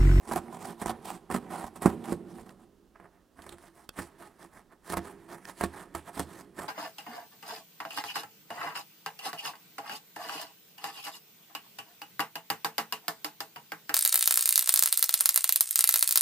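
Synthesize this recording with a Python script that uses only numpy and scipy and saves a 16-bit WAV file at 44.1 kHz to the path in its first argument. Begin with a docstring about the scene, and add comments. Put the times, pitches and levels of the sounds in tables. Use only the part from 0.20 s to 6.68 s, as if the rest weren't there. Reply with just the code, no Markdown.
"""In a quiet room, a blade saws through the lid of a corrugated cardboard box, first far corner, then near edge.
Strokes scrape and rips crack as random fibre noise and sharp jolts; these forces ring the modes of the
hollow box and the lid board, and hiss off the cut edge. Rips rock the whole box, and the knife's slider ticks.
A short room tail and steady room tone lie beneath; the microphone pair hears the box a little to the right."""
import sys
import numpy as np
from scipy import signal
from scipy.fft import rfft, irfft
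from scipy.io import wavfile
from scipy.ndimage import uniform_filter1d

SR = 44100
rng = np.random.default_rng(int(sys.argv[2]) if len(sys.argv) > 2 else 0)


def unload_audio(sound):
    """Save the sound as a 16-bit wav file, at the path given as the first command line argument."""
    columns = np.transpose(np.atleast_2d(sound))
    # keep every value between -1 and 1, then stretch to whole-number steps
    steps = np.round(np.clip(columns, -1, 1) * 32767)
    wavfile.write(sys.argv[1], SR, steps.astype(np.int16))


N = 285759  # samples, about 6.5 s
MOVE_S = 2.5  # the hand goes to the near edge


def amp(db):
    """Decibels to gain."""
    return 10 ** (np.asarray(db) / 20)


def evened(x):
    """Scales to rms 1."""
    return x / np.sqrt(np.mean(x ** 2) + 1e-20)


def read(points, hz):
    """Reads a curve on a log-frequency axis."""
    f, value = np.transpose(points)
    return np.interp(np.log(hz + 1), np.log(f + 1), value)


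def above(x, hz):
    """High-pass: small panels radiate little bass."""
    return signal.sosfilt(signal.butter(2, hz, "high", fs=SR, output="sos"), x)


def fibres(per_s, spread_db, crisp):
    """Snapping fibres of uneven size over a smooth rub; crisp is the snaps' share of the energy."""
    sizes = amp(spread_db * np.minimum(rng.exponential(1, N), 3.5))
    snaps = (rng.random(N) < per_s / SR) * sizes
    snaps = signal.lfilter([1], [1, -.9], snaps) * rng.standard_normal(N)  # -20 dB in half a millisecond
    crisp = np.clip(crisp, 0, 1)
    return np.sqrt(crisp) * evened(snaps) + np.sqrt(1 - crisp) * rng.standard_normal(N)


RISE_DB_PER_S, STOP_DB_PER_S = 591, 496  # how quickly a stroke sets in and stops
ARCH_DB = 1.5  # extra pressure in mid-stroke
HUM_DB = -2  # the hollow box hums under a stroke, re scrape
# strokes of the blade: (start [s], length [s], scrape at the start [dB], scrape at the end [dB],
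# edge hiss [dB re scrape])
STROKES = [(0.01, 0.064, -57, -50, -9), (0.234, 0.055, -79, -50, -23), (0.335, 0.037, -47, -48, -8),
           (0.415, 0.092, -47, -41.5, -6.5), (0.6, 0.019, -49.5, -45, -6), (0.74, 0.059, -51, -66, -29),
           (0.857, 0.096, -43.5, -47, -5.5), (1.204, .09, -61, -56, -39), (1.314, 0.13, -42, -45.5, -7.5),
           (1.552, 0.0084, -59, -41.5, -9.5), (1.637, 0.087, -44, -45, -10),
           (1.842, 0.085, -46, -41.5, -8.5), (2.08, 0.13, -62.5, -57, -5.5), (2.258, 0.064, -57, -59, -8.5),
           (2.397, 0.041, -66.5, -65, -7), (2.766, 0.088, -72, -53, -19), (2.927, 0.076, -66, -74, -15),
           (3.171, 0.17, -60.5, -53.5, -7), (3.391, 0.093, -62, -58.5, -3.5),
           (3.551, 0.1, -61, -62.5, -5.5), (3.783, 0.081, -42.5, -55, -3.5),
           (3.997, 0.076, -54.5, -55.5, -5), (4.09, .07, -71, -71, -9), (4.196, 0.053, -57, -53.5, -7.5),
           (4.305, 0.082, -70, -50.5, -7.5), (4.525, 0.031, -55.5, -69, -12),
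           (4.652, 0.059, -58.5, -44.5, -5.5), (4.85, 0.065, -51.5, -52, -6.5),
           (4.987, 0.072, -70, -64, -7), (5.101, 0.053, -50, -47.5, -6), (5.172, 0.058, -65, -61.5, -7.5),
           (5.236, 0.062, -66.5, -45.5, -3.5), (5.385, 0.082, -51, -62, 0.5),
           (5.542, 0.085, -50.5, -47.5, -7), (5.772, 0.019, -46.5, -51, -5), (5.876, 0.025, -48, -57, -4),
           (5.955, 0.068, -50, -49.5, 0), (6.091, 0.12, -57.5, -50.5, -5), (6.375, 0.08, -49.5, -45, -6.5)]


def rubbing():
    """Stroke forces on board, edge and box; the pressure wavers from flute to flute."""
    t, level = np.arange(0, N + 32, 32) / SR, 0
    for s, length, start_db, end_db, hiss_db in STROKES:
        edges_db = RISE_DB_PER_S * np.minimum(t - s, 0) - STOP_DB_PER_S * np.maximum(t - s - length, 0)
        arch_db = ARCH_DB * np.sin(np.pi * np.clip((t - s) / length, 0, 1))
        scrape_db = np.interp(t, [s, s + length], [start_db, end_db]) + arch_db + edges_db
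        level = level + amp(scrape_db + [[0], [hiss_db]])
    scrape, hiss = (np.interp(np.arange(N) / SR, t, row) for row in level)
    waver = evened(uniform_filter1d(uniform_filter1d(rng.standard_normal(N), 300), 300))
    rub = fibres(per_s=350., spread_db=2.0, crisp=0.28) * amp(2.0 * waver)
    hum = amp(HUM_DB) * scrape * rng.standard_normal(N)
    return np.array([scrape * rub, hiss * rub, hum])


TEAR_FAR_S, TEAR_NEAR_S = 0.019, 0.011  # how long fibres tear after a crack
# rips where the blade breaks through a flute, levels before the trims in ripping():
# (time [s], crack [dB], hiss [dB re crack], drum [dB re crack], tearing [dB re crack])
RIPS = [(0.075, -31, -12.5, -6, -11), (0.09, -34.5, -13.5, 0, -3.5), (0.113, -20, -19, -4, -11.5),
        (0.121, -22, -14, -7, -8), (0.159, -20.5, -15.5, -1.5, -4), (0.178, -18.5, -15.5, -7.5, -20.5),
        (0.616, -28.5, -15, -2.5, -1), (0.659, -19, -15.5, -4, -10), (0.678, -30, -13, -4, -7.5),
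        (0.695, -21, -14, -4, -8.5), (1.101, -20.5, -20, -5.5, -14), (1.112, -22.5, -13.5, -2, -7.5),
        (1.142, -26, -14, -0.5, -1.5), (1.162, -20, -12, -1.5, -19), (1.441, -33, -20, -0.5, -6),
        (1.466, -32, -13, -8, -11.5), (1.62, -27.5, -14.5, -5.5, -2), (1.658, -7.5, -18, 4, -14.5),
        (1.922, -25.5, -15, 10, -10.5), (2.184, -41, -23, -3, -2), (2.21, -50.5, -6, 11.5, -6.5),
        (2.757, -46, -36, -14.5, -3.5), (2.799, -38, -25, -9, -9), (3.19, -37, -30, -4, -6.5),
        (3.22, -53.5, 8.5, -8, -15), (3.265, -36, -16, -9, -5), (3.292, -35, -2.5, -11, -21),
        (3.324, -40, -4.5, 3, -11.5), (3.438, -41, -18, -21, -12), (3.76, -49, -16, -8, -3),
        (3.788, -24.5, -16.5, -9, -1), (4.228, -44, -3.5, -6, -15), (4.7, -29.5, -10, -5, -4),
        (4.722, -25.5, -7, -3, -8.5), (4.734, -23, -17, -6, -4.5), (4.77, -16.5, -13, -2.5, -9.5),
        (5.41, -12, -15.5, -9.5, -11.5), (5.437, -14, -13.5, -4, -11.5), (5.458, -45, 5, -1, -23),
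        (5.749, -24, -11.5, -4, -7), (5.97, -38, -21, 1, 1.5), (5.995, -24.5, -10.5, -0.5, -3),
        (6.209, -33, -7.5, -17, -21), (6.389, -34.5, -13, -1.5, 3)]


def ripping():
    """Forces on board, edge and box: each rip swells briefly, cracks once, then tears and fades."""
    tear, out = fibres(per_s=500., spread_db=1.5, crisp=0.57), np.zeros((3, N))
    lead = 400  # samples of swell ahead of the crack
    t = (np.arange(3800) - lead) / SR
    after = np.maximum(t, 0)
    # the board gives way in a rounded jolt
    blow = 13.0 * after / 0.00018 * np.exp(-after / 0.00015) / (0.00018 * SR)
    swell = np.where(t < 0, amp(-11.5 + 1100.0 * t), 1)
    grits = rng.standard_normal((len(RIPS), len(t)))
    for (s, db, hiss_db, drum_db, tearing_db), grit in zip(RIPS, grits):
        at = round(s * SR) - lead
        length = TEAR_NEAR_S if s > MOVE_S else TEAR_FAR_S
        fade = 1 / (1 + np.exp(np.clip((t - length) / 0.0076, -50, 50)))
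        shape = swell * amp(-4.0 * after / length) * fade
        tearing = amp(tearing_db + 2.5) * shape * tear[at:at + len(t)]
        # the crack's treble is a short spit
        spit = 1.51 * grit * np.clip(t / 0.0023, 0, 1) * np.exp(-after / 0.0012)
        force = np.array([tearing - blow, tearing + spit, tearing - blow])
        trims_db = np.array([[-3.0], [hiss_db + 3.5], [drum_db - 0.5]])
        out[:, at:at + len(t)] += amp(db + trims_db) * force
    return out


# after each push the lid keeps trembling, rows board, edge, box: (share of the energy [dB], t60 [s])
TREMBLE = [(-17, 1.5), (-20, 1.04), (-8.5, 1.64)]


def trembling(force):
    """A faint random force that follows the energy of earlier pushes and dies slowly."""
    out = []
    for push, (db, t60) in zip(force, TREMBLE):
        keep = amp(-2 * 60 / (t60 * SR))  # energy kept from sample to sample
        energy = signal.lfilter([1 - keep], [1, -keep], push ** 2)
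        out.append(amp(db) * np.sqrt(energy) * rng.standard_normal(N))
    return np.array(out)


def ring(force, modes):
    """The force rings decaying sine modes, weighted by where the blade is."""
    t, near, out = np.arange(SR // 4) / SR, np.arange(N) / SR > MOVE_S, 0
    for place, here in ((1, ~near), (2, near)):
        h = sum(amp(m[place] - 60 * t / max(m[3], .004)) * np.sin(2 * np.pi * m[0] * t) for m in modes)
        out = out + signal.oaconvolve(force * here, h / np.linalg.norm(h))[:N]
    return out


def spread(x):
    """The colour drifts as the blade tilts and meets other fibres."""
    z = signal.stft(x, nperseg=128)[2]
    patches = rng.standard_normal(z.shape[::-1])
    patches = uniform_filter1d(uniform_filter1d(patches, 40, 0), 5, 1).T
    return signal.istft(z * amp(1.51 * evened(patches)), nperseg=128)[1][:N]


# modes of the hollow box, relative levels:
# (frequency [Hz], cut at the far corner [dB], cut at the near edge [dB], t60 [s])
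BOX = [(148, -5.5, -0.5, 0.035), (194.4, 0.5, 4, 0.08), (232, 3.5, -7.5, 0.099), (287.6, -3, 1, 0.084),
       (342, 5.5, 5, 0.068), (392.5, -16.5, -7, 0.19), (440, -27, -49, 0.066)]


def hollow_box(force):
    """The force drums the low modes of the hollow box."""
    return above(ring(force, BOX), 155.0)


# modes of the lid board, relative levels:
# (frequency [Hz], cut at the far corner [dB], cut at the near edge [dB], t60 [s])
BOARD = [(705, -25, -1, 0.094), (780, 15, -6, 0.027), (882, -9.5, 11, 0.01), (978, 16.5, 3, 0.012),
         (1070, -7, 6.5, 0.017), (1247, 1.5, 7, 0.016), (1463, 4.5, 6, 0.0065), (1620, -16.5, 7, 0.0084),
         (1770, -7.5, -4.5, 0.033), (1970, -52, -86, 0.0085)]


def lid_board(force):
    """The force rings the short, higher modes of the board, with drifting colour."""
    return spread(above(ring(force, BOARD), 623.0))


def causal(points, size=1024):
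    """Minimum-phase impulse with the given colour, energy 1."""
    colour_db = read(points, abs(np.fft.fftfreq(size, 1 / SR)))
    log_gain = np.log(amp(np.maximum(colour_db, -90)))
    h = np.fft.ifft(np.exp(np.conj(signal.hilbert(log_gain)))).real[:size // 2]
    return h / np.linalg.norm(h)


# colour of the hiss off the cut edge: (frequency [Hz], relative level per Hz [dB])
EDGE_COLOUR = [(1350, -4), (2300, 4), (3350, 2), (3830, -0.5), (4220, -1), (4720, -2), (6600, -4.5),
               (8120, 0.5), (9450, 0), (12700, -7), (15500, -13)]


def edge_hiss(force):
    """The fibre force hisses off the cut edge through a fixed colour that then drifts."""
    return spread(above(signal.oaconvolve(force, causal(EDGE_COLOUR))[:N], 2180.0))


ROCK_LIMIT = 0.028  # the box rocks no harder than its weight on the floor allows
# modes of the whole box rocking at each rip, relative levels:
# (frequency [Hz], cut at the far corner [dB], cut at the near edge [dB], t60 [s])
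ROCK = [(55.3, 10, 6, 0.023), (80.5, -1.5, 3.5, 0.24), (120, 9, 6, 0.078)]


def rocking(drum):
    """The drum force of the rips, softly limited, rocks the whole box at its lowest modes."""
    limited = ROCK_LIMIT * np.tanh(drum / ROCK_LIMIT)
    return amp(-5.5) * above(ring(limited, ROCK), 49.0)


# modes of the knife handle: (frequency [Hz], level before the tick's tilt [dB], t60 [s])
HANDLE = [(407, -1.5, 0.013), (1860, 3, 0.019), (2660, -3.5, 0.015), (3500, -1, 0.004), (4830, -2, 0.0018),
          (7960, -2, 0.00076), (11800, -33, 0.0013)]
# ticks of the knife's loose slider: (time [s], level before trim [dB], brightness [dB per octave])
TICKS = [(2.293, -43.5, 4), (3.692, -33, 11.5), (5.253, -36, 6)]


def ticks():
    """Each slider tick is a two-millisecond rattle that rings the handle."""
    t, out = np.arange(2000) / SR, np.zeros(N)
    for (s, db, tilt_db), grit in zip(TICKS, rng.standard_normal((len(TICKS), 100))):
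        h = 0
        for hz, level_db, t60 in HANDLE:
            mode_db = level_db + tilt_db * np.log2(hz / 3000) - 60 * t / t60
            h = h + amp(mode_db) * np.sin(2 * np.pi * hz * t)
        rattle = 0.28 * grit * np.hanning(100)
        rattle[0] = 1
        out[round(s * SR):][:len(t)] += amp(db - 7.0) * np.convolve(h, rattle)[:len(t)]
    return out


def room(x):
    """Sparse reflections of random sign that die away with a t60 of 0.079 s."""
    taps = np.zeros(SR // 2)
    at = np.arange(300, SR // 2 - 20, 20)
    taps[at + rng.integers(0, 20, len(at))] = rng.choice([-1., 1.], len(at))
    taps *= amp(-60 * np.arange(SR // 2) / SR / 0.079)
    taps = signal.lfilter([1], [1, -.8], taps)  # soft furnishings swallow the treble
    return signal.fftconvolve(x, taps / np.linalg.norm(taps))[:N]


# likeness of the two capsules: (frequency [Hz], left-right likeness [0 to 1])
SAME = [(60, 0.32), (240, 0.23), (950, 0.89), (3770, 0.77), (15000, 0.6)]


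def apart(x):
    """The part of the sound that the capsules do not share, made by scrambling its phases."""
    hz, _, z = signal.stft(x, SR, nperseg=256)
    same = np.clip(read(SAME, hz), 0, 1)[:, None]
    phase = np.exp(2j * np.pi * rng.random(z.shape[::-1]).T)
    z = z * np.sqrt((1 - same) / (1 + same)) * phase
    return signal.istft(z, SR, nperseg=256)[1][:N]


AIR_DB = -67  # rms of the room tone ahead of record()
# colour of the room tone: (frequency [Hz], relative level [dB])
AIR = [(15, -20), (25, 6.5), (75, 3.5), (147, -14.5), (233, 3), (550, -8), (1530, -16), (2410, -25.5),
       (2680, -20.5), (15400, -28.5)]


def air():
    """Steady room tone: coloured noise, partly shared by the two capsules."""
    z = rfft(rng.standard_normal((3, N)))
    z = (z[0] + 0.49 * z[1:]) * amp(read(AIR, np.fft.rfftfreq(N, 1 / SR)))
    return amp(AIR_DB) * evened(irfft(z, N))


def scene():
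    """Box, board, edge and knife sound together in the room."""
    rips = ripping()
    force = rubbing() + rips
    board, edge, box = force + trembling(force)
    sound = hollow_box(box) + lid_board(board) + edge_hiss(edge) + rocking(rips[2]) + ticks()
    sound = sound + amp(-21.0) * room(sound)
    unshared = above(apart(sound), 920.0)
    return np.array([sound + unshared, sound - unshared]) + air()


# lean of the microphone pair to the right: (frequency [Hz], left minus right [dB])
LEAN = [(60, -6), (240, -5.5), (950, -5.5), (3770, -4.5), (15000, -4)]


def record(dry):
    """Lowers the left capsule and raises the right by half the lean, then limits the band to 16 kHz."""
    lean = read(LEAN, np.fft.rfftfreq(N, 1 / SR)) / 2
    tilted = irfft(rfft(dry) * amp([lean, -lean]), N)
    low_pass = signal.firwin(511, 16000, window=("kaiser", 9), fs=SR)
    return signal.oaconvolve(tilted, low_pass[None], "same")


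dry = scene()
out = record(dry)
unload_audio(out)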